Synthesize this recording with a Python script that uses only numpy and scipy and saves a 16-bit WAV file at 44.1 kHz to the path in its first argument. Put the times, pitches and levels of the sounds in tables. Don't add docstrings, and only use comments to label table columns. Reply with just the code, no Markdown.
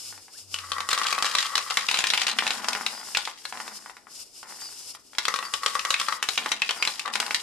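import sys
import numpy as np
from scipy import signal
from scipy.fft import rfft, irfft
from scipy.io import wavfile

SR = 44100
rng = np.random.default_rng(int(sys.argv[2]) if len(sys.argv) > 2 else 0)


def wav_out(sig):
    wavfile.write(sys.argv[1], SR, np.round(np.clip(np.atleast_2d(sig).T, -1, 1) * 32767).astype(np.int16))


N = 327222
TIME = np.arange(N) / SR
EDGE_HZ = 12650
MOTOR_DB = -43

# time in seconds, share in the funnel from 0 to 1 (the rest is on the tracks).
FUNNEL_SHARE = [(.4, 0), (.55, 1), (1.82, 0.8), (1.9, 0), (5.2, 0.3), (5.28, 0.97), (6.14, 0.99),
                (6.25, 0.1), (6.9, 0.4), (7.05, 0.95), (7.13, 0)]
# pitch in Hz, width in Hz, level in dB.
FUNNEL_NOTES = [(213, 13, -27), (519, 26, -16), (846, 45, -16), (1124, 44, 0), (1210, 39, -4),
                (1316, 76, -6), (1560, 50, -11), (1936, 89, -7.5)]
# pitch in Hz, width in Hz, level in dB.
TRACK_NOTES = [(219, 9.5, 0), (318, 47, -11), (440, 110, -8), (832, 140, 8.5), (1065, 150, 9),
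               (1244, 82, 5.5), (1444, 93, 10.5), (1930, 520, 7)]
# pitch in Hz, width in Hz, level in dB.
PLATE_NOTES = [(209, 7.4, -0.5), (239, 30, -0.5)]
# frequency in Hz, level in dB per Hz.
THUD_COLOUR = [(70, -4.5), (150, -22), (220, -10), (290, -10), (520, 6.5), (700, 0), (1500, -11.5)]
# frequency in Hz, level in dB per Hz.
CLACK_COLOUR = [(300, -66.5), (800, -19), (1500, -4.5), (2100, 0), (2750, 2.5), (3400, 1.5), (4000, 2.5),
                (5300, -0.5), (6300, -4), (8500, -8.5), (12500, -19.5)]
# frequency in Hz, level in dB per Hz.
WHIR_COLOUR = [(200, -19.5), (800, -18), (2000, -22), (2700, -10.5), (3900, -10.5), (4500, -6), (4950, 2),
               (5400, 0), (6400, -9.5), (7000, -2.5), (7500, -7), (10700, -9.5), (12500, -14.5)]
# frequency in Hz, level in dB per Hz.
ROOM_COLOUR = [(190, 0), (280, 7), (700, -0.5), (12000, -49)]
# frequency in Hz, time to fade by 60 dB in seconds.
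ECHO_TIMES = [(150, 0.47), (12000, 0.16)]
# frequency in Hz, correlation (1 is identical).
SIDE_LIKENESS = [(60, 0.091), (1300, 0.91), (2800, 0.72), (6000, 0.041), (12000, 0.18)]
# frequency in Hz, left minus right in dB.
SIDE_BALANCE = [(60, 1.5), (300, 7), (660, 3), (1200, 5.5), (2500, 2), (8000, 7), (12000, 0.5)]
# frequency in Hz, lead in radians.
SIDE_LEAD = [(1500, 0.073), (3900, 0.68), (6600, 0.15)]
# quietest moment in seconds, sinking time in seconds,
# recovery time in seconds, depth of the dip in dB.
GEAR_STALLS = [(0.29, 0.14, 0.18, 15), (0.47, 0.059, 0.14, 11.5), (0.66, 0.051, 0.47, 4.5),
               (2.35, 0.12, 0.031, 25), (3.37, 0.21, 0.27, 14.5), (4.071, 0.29, 0.12, 22.5),
               (4.321, 0.14, 0.14, 13.5), (4.47, 0.065, 0.24, 8), (5.04, 0.13, 0.55, 17.5),
               (6.21, 0.037, 0.045, 28), (6.59, 0.053, 0.23, 19), (7.12, 0.12, 0.019, 25)]
# start in seconds, length in seconds, first pitch in Hz,
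# last pitch in Hz, level in dB.
SLIDING_TONES = [(0.031, 0.2, 114, 93, -62.5), (0.335, 0.037, 1190, 1850, -56.5),
                 (0.399, 0.5, 97.5, 83.7, -55.5)]
# time in seconds, clack level in dB,
# level of the plastic's ring in dB.
MARBLE_BUMPS = [(0.126, -66, -44.5), (0.178, -53, -48), (0.282, -56, -51), (0.587, -30.5, -43),
                (0.718, -24, -26), (0.783, -35, -29.5), (0.8048, -27.5, -29), (0.914, -24, -30),
                (0.977, -28, -25.5), (1.016, -33, -26.5), (1.0847, -26.5, -34), (1.149, -29.5, -33.5),
                (1.1805, -40, -25), (1.1858, -26.5, -31), (1.245, -26.5, -23.5), (1.427, -23.5, -42),
                (1.707, -34, -28.5), (1.9125, -19.5, -30), (1.972, -24, -40), (2.005, -24.5, -40),
                (2.151, -31, -43), (2.281, -22.5, -34), (2.297, -29, -35), (2.314, -25, -40),
                (2.477, -23, -35), (2.6444, -30, -30.5), (2.7311, -25, -45), (2.751, -30, -27),
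                (3.252, -29.5, -59), (3.275, -34, -29), (3.4531, -29, -37), (3.5252, -40, -32.5),
                (3.573, -39, -40), (3.602, -39, -33), (3.679, -40, -36.5), (3.8608, -51, -38.5),
                (3.897, -48, -39.5), (3.968, -48, -44.5), (4.0698, -70, -45.5), (4.43, -47, -41.5),
                (4.62, -66, -44.5), (4.9495, -44, -44), (5.133, -51, -48), (5.1505, -43, -49),
                (5.253, -21.5, -30.5), (5.34, -25.5, -24), (5.3598, -29, -33), (5.389, -30.5, -26.5),
                (5.4271, -35, -32), (5.452, -41, -34), (5.6336, -32, -29.5), (5.753, -28.5, -20.5),
                (5.765, -48, -33), (5.793, -23.5, -48), (5.85, -25, -26), (5.999, -23.5, -31),
                (6.0132, -27, -28), (6.085, -27, -21), (6.125, -30, -25), (6.4606, -31, -24),
                (6.708, -23, -29.5), (6.851, -22.5, -40), (6.9947, -25.5, -43.5), (7.058, -34.5, -30),
                (7.078, -34, -28.5), (7.1369, -27, -38), (7.228, -37, -30), (7.264, -29.5, -36)]
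# time in seconds, clack level in dB, brightness of the clack as a
# centre in Hz, note of the struck spot in Hz, level of the plastic's ring in dB.
MARBLE_DROPS = [(0.5421, -22.5, 3900, 3020, -38), (0.8892, -24.5, 4420, 2890, -25.5),
                (0.9302, -20, 3720, 4200, -24.5), (1.1266, -20.5, 3780, 2140, -23.5),
                (1.2246, -19.5, 3800, 1930, -24.5), (1.3506, -17.5, 3320, 3850, -23),
                (1.385, -17.5, 3370, 3750, -36), (1.5542, -17, 3580, 3760, -28.5),
                (1.5788, -19.5, 3380, 5430, -26), (1.7711, -15.5, 3480, 2120, -23),
                (1.8865, -16.5, 2800, 2470, -29.5), (1.9425, -19.5, 3380, 4100, -30),
                (1.989, -18, 3500, 6960, -27), (2.04, -17, 2900, 2460, -30.5),
                (2.1022, -18.5, 3400, 3930, -38), (2.1355, -18, 2970, 2900, -27.5),
                (2.1762, -17.5, 3020, 2530, -31), (2.2166, -19, 3420, 3070, -30),
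                (2.2675, -20, 3280, 4260, -33), (2.3869, -15, 2770, 2430, -30),
                (2.4665, -21, 3170, 2620, -34.5), (2.5056, -20.5, 3270, 3920, -29.5),
                (2.685, -20.5, 4100, 5100, -24.5), (2.864, -19, 3470, 3830, -35),
                (3.1487, -19, 2870, 2520, -35), (3.1709, -17, 3300, 7560, -25.5),
                (5.184, -18.5, 3580, 5440, -30), (5.2822, -20.5, 3800, 2030, -22),
                (5.538, -20.5, 3700, 2800, -27), (5.6611, -16.5, 3720, 3240, -21.5),
                (5.905, -17, 3680, 3780, -24.5), (5.941, -16, 2830, 2530, -35),
                (6.2267, -21, 4160, 2930, -28), (6.2881, -18.5, 3500, 3840, -30),
                (6.3765, -17, 3070, 3330, -29), (6.5177, -17, 3200, 2010, -27.5),
                (6.6192, -15.5, 2630, 2520, -30.5), (6.6917, -19, 2580, 2940, -29.5),
                (6.8251, -15.5, 2900, 2520, -32), (6.8747, -19, 3000, 4200, -28),
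                (7.1552, -21, 3220, 2880, -28), (7.2011, -19.5, 3930, 3300, -26.5),
                (7.3079, -23, 3020, 2300, -30), (7.3453, -17, 3470, 4000, -37)]
# start in seconds, length in seconds, level in dB.
FUNNEL_ROLLS = [(0.54, 0.2, -43), (0.72, 1.14, -37.5), (0.98, 0.057, -29.5), (5.29, 0.26, -43),
                (5.61, 0.57, -41), (7.045, 0.025, -33)]
# start in seconds, length in seconds, level in dB.
TRACK_ROLLS = [(1.9, 0.61, -39.5), (2.42, 0.4, -38.5), (3.53, 0.053, -44.5), (4.44, 0.017, -47),
               (6.38, 0.031, -40.5), (6.76, 0.016, -40), (7.12, 0.12, -41)]
# start in seconds,
# length in seconds, level in dB.
PLATE_ROLLS = [(2.29, 0.53, -56), (3.52, 0.04, -56), (6.37, 0.07, -58.5), (7.08, 0.19, -59.5)]
# start in seconds, length in seconds, level in dB.
JOSTLING = [(0.9, 0.2, -31), (1.24, 0.23, -34), (1.68, 0.17, -32.5), (1.89, 0.41, -34),
            (2.45, 0.087, -35.5), (5.9, 0.25, -40.5), (6.42, 0.087, -47)]
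# start in seconds, length in seconds, top pitch in Hz,
# sag at the ends as a share of the pitch, level in dB.
GEAR_WHINES = [(2.869, 0.18, 4930, .025, -38.5), (4.602, 0.096, 4890, .1, -35),
               (5.441, 0.042, 4700, .05, -33.5), (6.783, 0.069, 4900, 0.065, -35)]


def amp(db):
    return 10 ** (np.asarray(db) / 20)


def read(points, hz):
    f, value = np.transpose(points)
    return np.interp(np.log(hz + 1), np.log(f + 1), value)


def curve(rows, t):
    return np.interp(t, *np.transpose(rows))


def add(mix, s, sound):
    start = round(s * SR)
    part = mix[:, max(start, 0):max(start + sound.shape[1], 0)]
    part += sound[:, max(-start, 0):][:, :part.shape[1]]


def unit(x, size=None):
    middle = x.mean(0)[:size]
    return x / np.sqrt(np.mean(middle ** 2) + 1e-20)


def modes(table, hz):
    power = 0
    for f, width, db in table:
        detune = (hz ** 2 - f ** 2) / (width * hz + 1)
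        power = power + amp(db) ** 2 / (1 + detune ** 2)
    return np.sqrt(power / (1 + (hz / 2700) ** 4) / power.max())


def causal(gain):
    cepstrum = irfft(np.log(np.maximum(gain, 1e-5)))
    half = len(cepstrum) // 2
    return np.exp(rfft(np.r_[cepstrum[0], 2 * cepstrum[1:half], np.zeros(half)]))


def ports(hz):
    same = np.clip(read(SIDE_LIKENESS, hz), 0, 1)
    common, apart = np.sqrt((1 + same) / 2), np.sqrt((1 - same) / 2)
    balance = read(SIDE_BALANCE, hz)
    left = amp(balance) * np.exp(1j * read(SIDE_LEAD, hz))
    return np.array([[common * left, apart * left], [common, -apart]]) / amp(balance / 2)


def radiate(drive, response, pair):
    heard = (pair * rfft(drive)).sum(1) * response
    return irfft(heard, drive.shape[1])


def grains(per_s, spread_db):
    size = amp(spread_db * np.minimum(rng.exponential(1, N), 4))
    hits = size * (rng.random(N) < per_s / SR)
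    return unit(hits * rng.standard_normal((2, N)))


def flutter(rate_hz):
    return np.interp(TIME * rate_hz, np.arange(4096), rng.standard_normal(4096))


def ripple(hz, spacing_hz):
    return np.interp(hz / spacing_hz, np.arange(512), rng.standard_normal(512))


def strike(t, t60, contact, linger_db, linger_t60):
    decay = amp(-60 * t / t60) + amp(linger_db - 60 * t / linger_t60)
    scatter = rng.standard_normal((2, len(t))) * decay
    scatter[:, 0] += contact * np.array([1, rng.choice([-1, 1])])
    return scatter


def spells(rows, rise_s, fade_s):
    power = np.zeros(N)
    for s, length, db in rows:
        rise = np.clip((TIME - s) / rise_s, 0, 1)
        fade = np.exp(-np.maximum(TIME - s - length, 0) / fade_s)
        power += (amp(db) * rise * fade) ** 2
    return np.sqrt(power)


def quiet_room(hz, pair, tone_db=-66):
    noise = rng.standard_normal((2, N))
    return amp(tone_db) * unit(radiate(noise, amp(read(ROOM_COLOUR, hz)), pair))


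def load_db(slowing=0.95, recovering=2.67):
    total = 0
    for s, slow_s, free_s, depth in GEAR_STALLS:
        sinking = np.clip(1 - (s - TIME) / slow_s, 0, 1) ** slowing * (TIME < s)
        freeing = np.clip(1 - (TIME - s) / free_s, 0, 1) ** recovering * (TIME >= s)
        total = total + depth * (sinking + freeing)
    return total


def motor(hz, pair, flutter_db=3.0, teeth=0.053, housing_db=2, right_db=2.0, mesh_hz=5050, waver=0.03,
          mesh_db=-15):
    mesh = rng.standard_normal((2, N)) + teeth * grains(per_s=1100, spread_db=-1.5)
    housing = amp(read(WHIR_COLOUR, hz) + housing_db * ripple(hz, spacing_hz=106.8))
    whir = unit(radiate(mesh, housing, pair) * amp([[0], [right_db]]))
    turn = 2 * np.pi * np.cumsum(mesh_hz * (1 + waver * flutter(rate_hz=28))) / SR
    tone = amp(mesh_db) * flutter(rate_hz=70) * np.array([np.sin(turn + 1), np.sin(turn)])
    return (whir + tone) * amp(MOTOR_DB - load_db() + flutter_db * flutter(rate_hz=44))


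def slides(right_db=-5.0):
    out = np.zeros((2, N))
    for s, length, start_hz, end_hz, db in SLIDING_TONES:
        u = np.linspace(0, 1, int(length * SR))
        pitch = end_hz + (start_hz - end_hz) * (1 - u) ** 1.3
        swell = np.sqrt(2 * abs(np.sin(np.pi * u)))
        tone = amp(db) * swell * np.sin(2 * np.pi * np.cumsum(pitch) / SR)
        add(out, s, tone * amp([[2], [-0.5 + right_db]]))
    return out


def rebound(sound, after_s=0.016, db=-15, spread_db=5):
    delay = int(after_s * (.5 + rng.random()) * SR)
    size = amp(db + spread_db * (2 * rng.random() - 1.0))
    return sound + size * np.pad(sound, ((0, 0), (delay, 0)))[:, :sound.shape[1]]


def blows(clack_db=-3.0, ring_db=-1, thud_db=-15, tilt=2.9, centre_hz=3600, note_db=1.5,
          note_width_hz=190, ripple_db=2.0, bump_thud_db=-21, size=8192):
    t, hz, out = np.arange(size) / SR, np.fft.rfftfreq(size, 1 / SR), np.zeros((2, N))
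    pair, funnel, track = ports(hz), modes(FUNNEL_NOTES, hz), modes(TRACK_NOTES, hz)
    base = causal(amp(read(THUD_COLOUR, hz)))
    fade = np.minimum(1, (t[-1] - t) / t[-1] * 2) ** 2
    events = [(*row, thud_db) for row in MARBLE_DROPS]
    for s, clack_level, ring_level in MARBLE_BUMPS:
        note_hz = centre_hz * 2 ** (rng.random() - .5)
        events.append((s, clack_level, centre_hz, note_hz, ring_level, bump_thud_db))
    for s, clack_level, clack_hz, note_hz, ring_level, shake_db in events:
        share = np.clip(curve(FUNNEL_SHARE, s), 0, 1)
        body = causal(np.sqrt(share * funnel ** 2 + (1 - share) * track ** 2 / 2))
        hardness = (np.clip(hz, 2200, 8000) / centre_hz) ** (tilt * np.log2(clack_hz / centre_hz))
        note = 1 + amp(note_db) / (1 + ((hz - note_hz) / note_width_hz) ** 2)
        spot = amp(ripple_db * ripple(hz, spacing_hz=128.84)) * note
        surface = causal(amp(read(CLACK_COLOUR, hz)) * hardness * spot)
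        clack_hit = strike(t, t60=0.026, contact=2.66, linger_db=-9.5, linger_t60=0.046)
        ring_hit = strike(t, t60=0.056, contact=29.7, linger_db=-10.5, linger_t60=0.15)
        thud_hit = strike(t, t60=0.026, contact=4.4, linger_db=-15.0, linger_t60=0.2)
        blow = amp(clack_level + clack_db) * unit(radiate(clack_hit, surface, pair), size=440)
        blow += amp(ring_level + ring_db) * unit(radiate(ring_hit, body, pair), size=440)
        blow += amp(ring_level + shake_db) * unit(radiate(thud_hit, base, pair), size=440)
        add(out, s, fade * rebound(blow))
    return out


def room(x, first_s=.007, shared_hz=1500):
    t = TIME[:SR // 2]
    taps = rng.standard_normal((2, len(t))) * (rng.random((2, len(t))) < .08) * (t > first_s)
    hz, at, z = signal.stft(taps, SR, nperseg=256)
    same = 1 / (1 + (hz[:, None] / shared_hz) ** 2)
    z = np.array([z[0], same * z[0] + np.sqrt(1 - same ** 2) * z[1]])
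    decay = amp(-60 * at / read(ECHO_TIMES, hz)[:, None])
    tail = signal.istft(z * decay, SR, nperseg=256)[1]
    return signal.fftconvolve(x, tail / np.linalg.norm(tail[0]), axes=1)[:, :N]


def stirred(db=-21, settle_s=0.1):
    rows = [(s, 0, clack_level + db) for s, clack_level, *_ in MARBLE_DROPS]
    return spells(rows, rise_s=0.048, fade_s=settle_s)


def rattle(hz, pair, ripple_db=3.5, count=10):
    t, out = TIME[:2048], np.zeros((2, N))
    for _ in range(count):
        tick = strike(t, t60=0.026, contact=5.7, linger_db=-9, linger_t60=0.05)
        ticks = signal.oaconvolve(grains(per_s=22, spread_db=2.5), tick, axes=1)[:, :N]
        spot = causal(amp(read(CLACK_COLOUR, hz) + ripple_db * ripple(hz, spacing_hz=268.0)))
        out += radiate(ticks, spot, pair)
    return unit(out)


def rolling(hz, pair, funnel_db=0, track_db=-1, plate_db=1.0, rattle_db=-1):
    patter = grains(per_s=1200, spread_db=2.5) * amp(5 * np.tanh(flutter(rate_hz=50)))
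    funnel = unit(radiate(patter, causal(modes(FUNNEL_NOTES, hz)), pair))
    weight = amp(6 / (1 + (hz / 600) ** 4))
    track_body = causal(weight * modes(TRACK_NOTES, hz))
    track = unit(radiate(grains(per_s=600, spread_db=3.5), track_body, pair))
    plate = unit(radiate(grains(per_s=800, spread_db=2), causal(modes(PLATE_NOTES, hz)), pair))
    jostle_gain = np.hypot(spells(JOSTLING, rise_s=0.0062, fade_s=0.031), stirred())
    return (amp(funnel_db) * spells(FUNNEL_ROLLS, rise_s=0.012, fade_s=0.019) * funnel
            + amp(track_db) * spells(TRACK_ROLLS, rise_s=0.0043, fade_s=0.18) * track
            + amp(plate_db) * spells(PLATE_ROLLS, rise_s=.012, fade_s=0.13) * plate
            + amp(rattle_db) * jostle_gain * rattle(hz, pair))


def whines(right_db=-3):
    out = np.zeros((2, N))
    for s, length, top_hz, sag, db in GEAR_WHINES:
        u = np.linspace(-1, 1, int(length * SR))
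        pitch = top_hz * (1 - sag * u ** 2 + .011 * flutter(rate_hz=400)[:len(u)])
        level = amp(db + 2 * flutter(rate_hz=150)[:len(u)]) * (1 - u ** 2)
        turn = 2 * np.pi * np.cumsum(pitch) / SR
        add(out, s, level * np.array([np.sin(turn + 1), amp(right_db) * np.sin(turn)]))
    return out


def scene(room_db=-10):
    hz = np.fft.rfftfreq(N, 1 / SR)
    pair = ports(hz)
    marbles = blows() + rolling(hz, pair)
    echo = amp(room_db) * room(marbles)
    return quiet_room(hz, pair) + motor(hz, pair) + slides() + marbles + echo + whines()


def record(dry, top=0.36, bottom=0.52, knee=3, low_cut_hz=8):
    ceiling = np.where(dry > 0, top, bottom)
    rounded = dry / (1 + abs(dry / ceiling) ** knee) ** (1 / knee)
    low_cut = signal.butter(1, low_cut_hz, "high", fs=SR, output="sos")
    rounded = signal.sosfilt(low_cut, rounded)
    low_pass = signal.firwin(301, EDGE_HZ, window=("kaiser", 8), fs=SR)
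    return signal.oaconvolve(rounded, low_pass[None], "same", axes=1)


dry = scene()
out = record(dry)
wav_out(out)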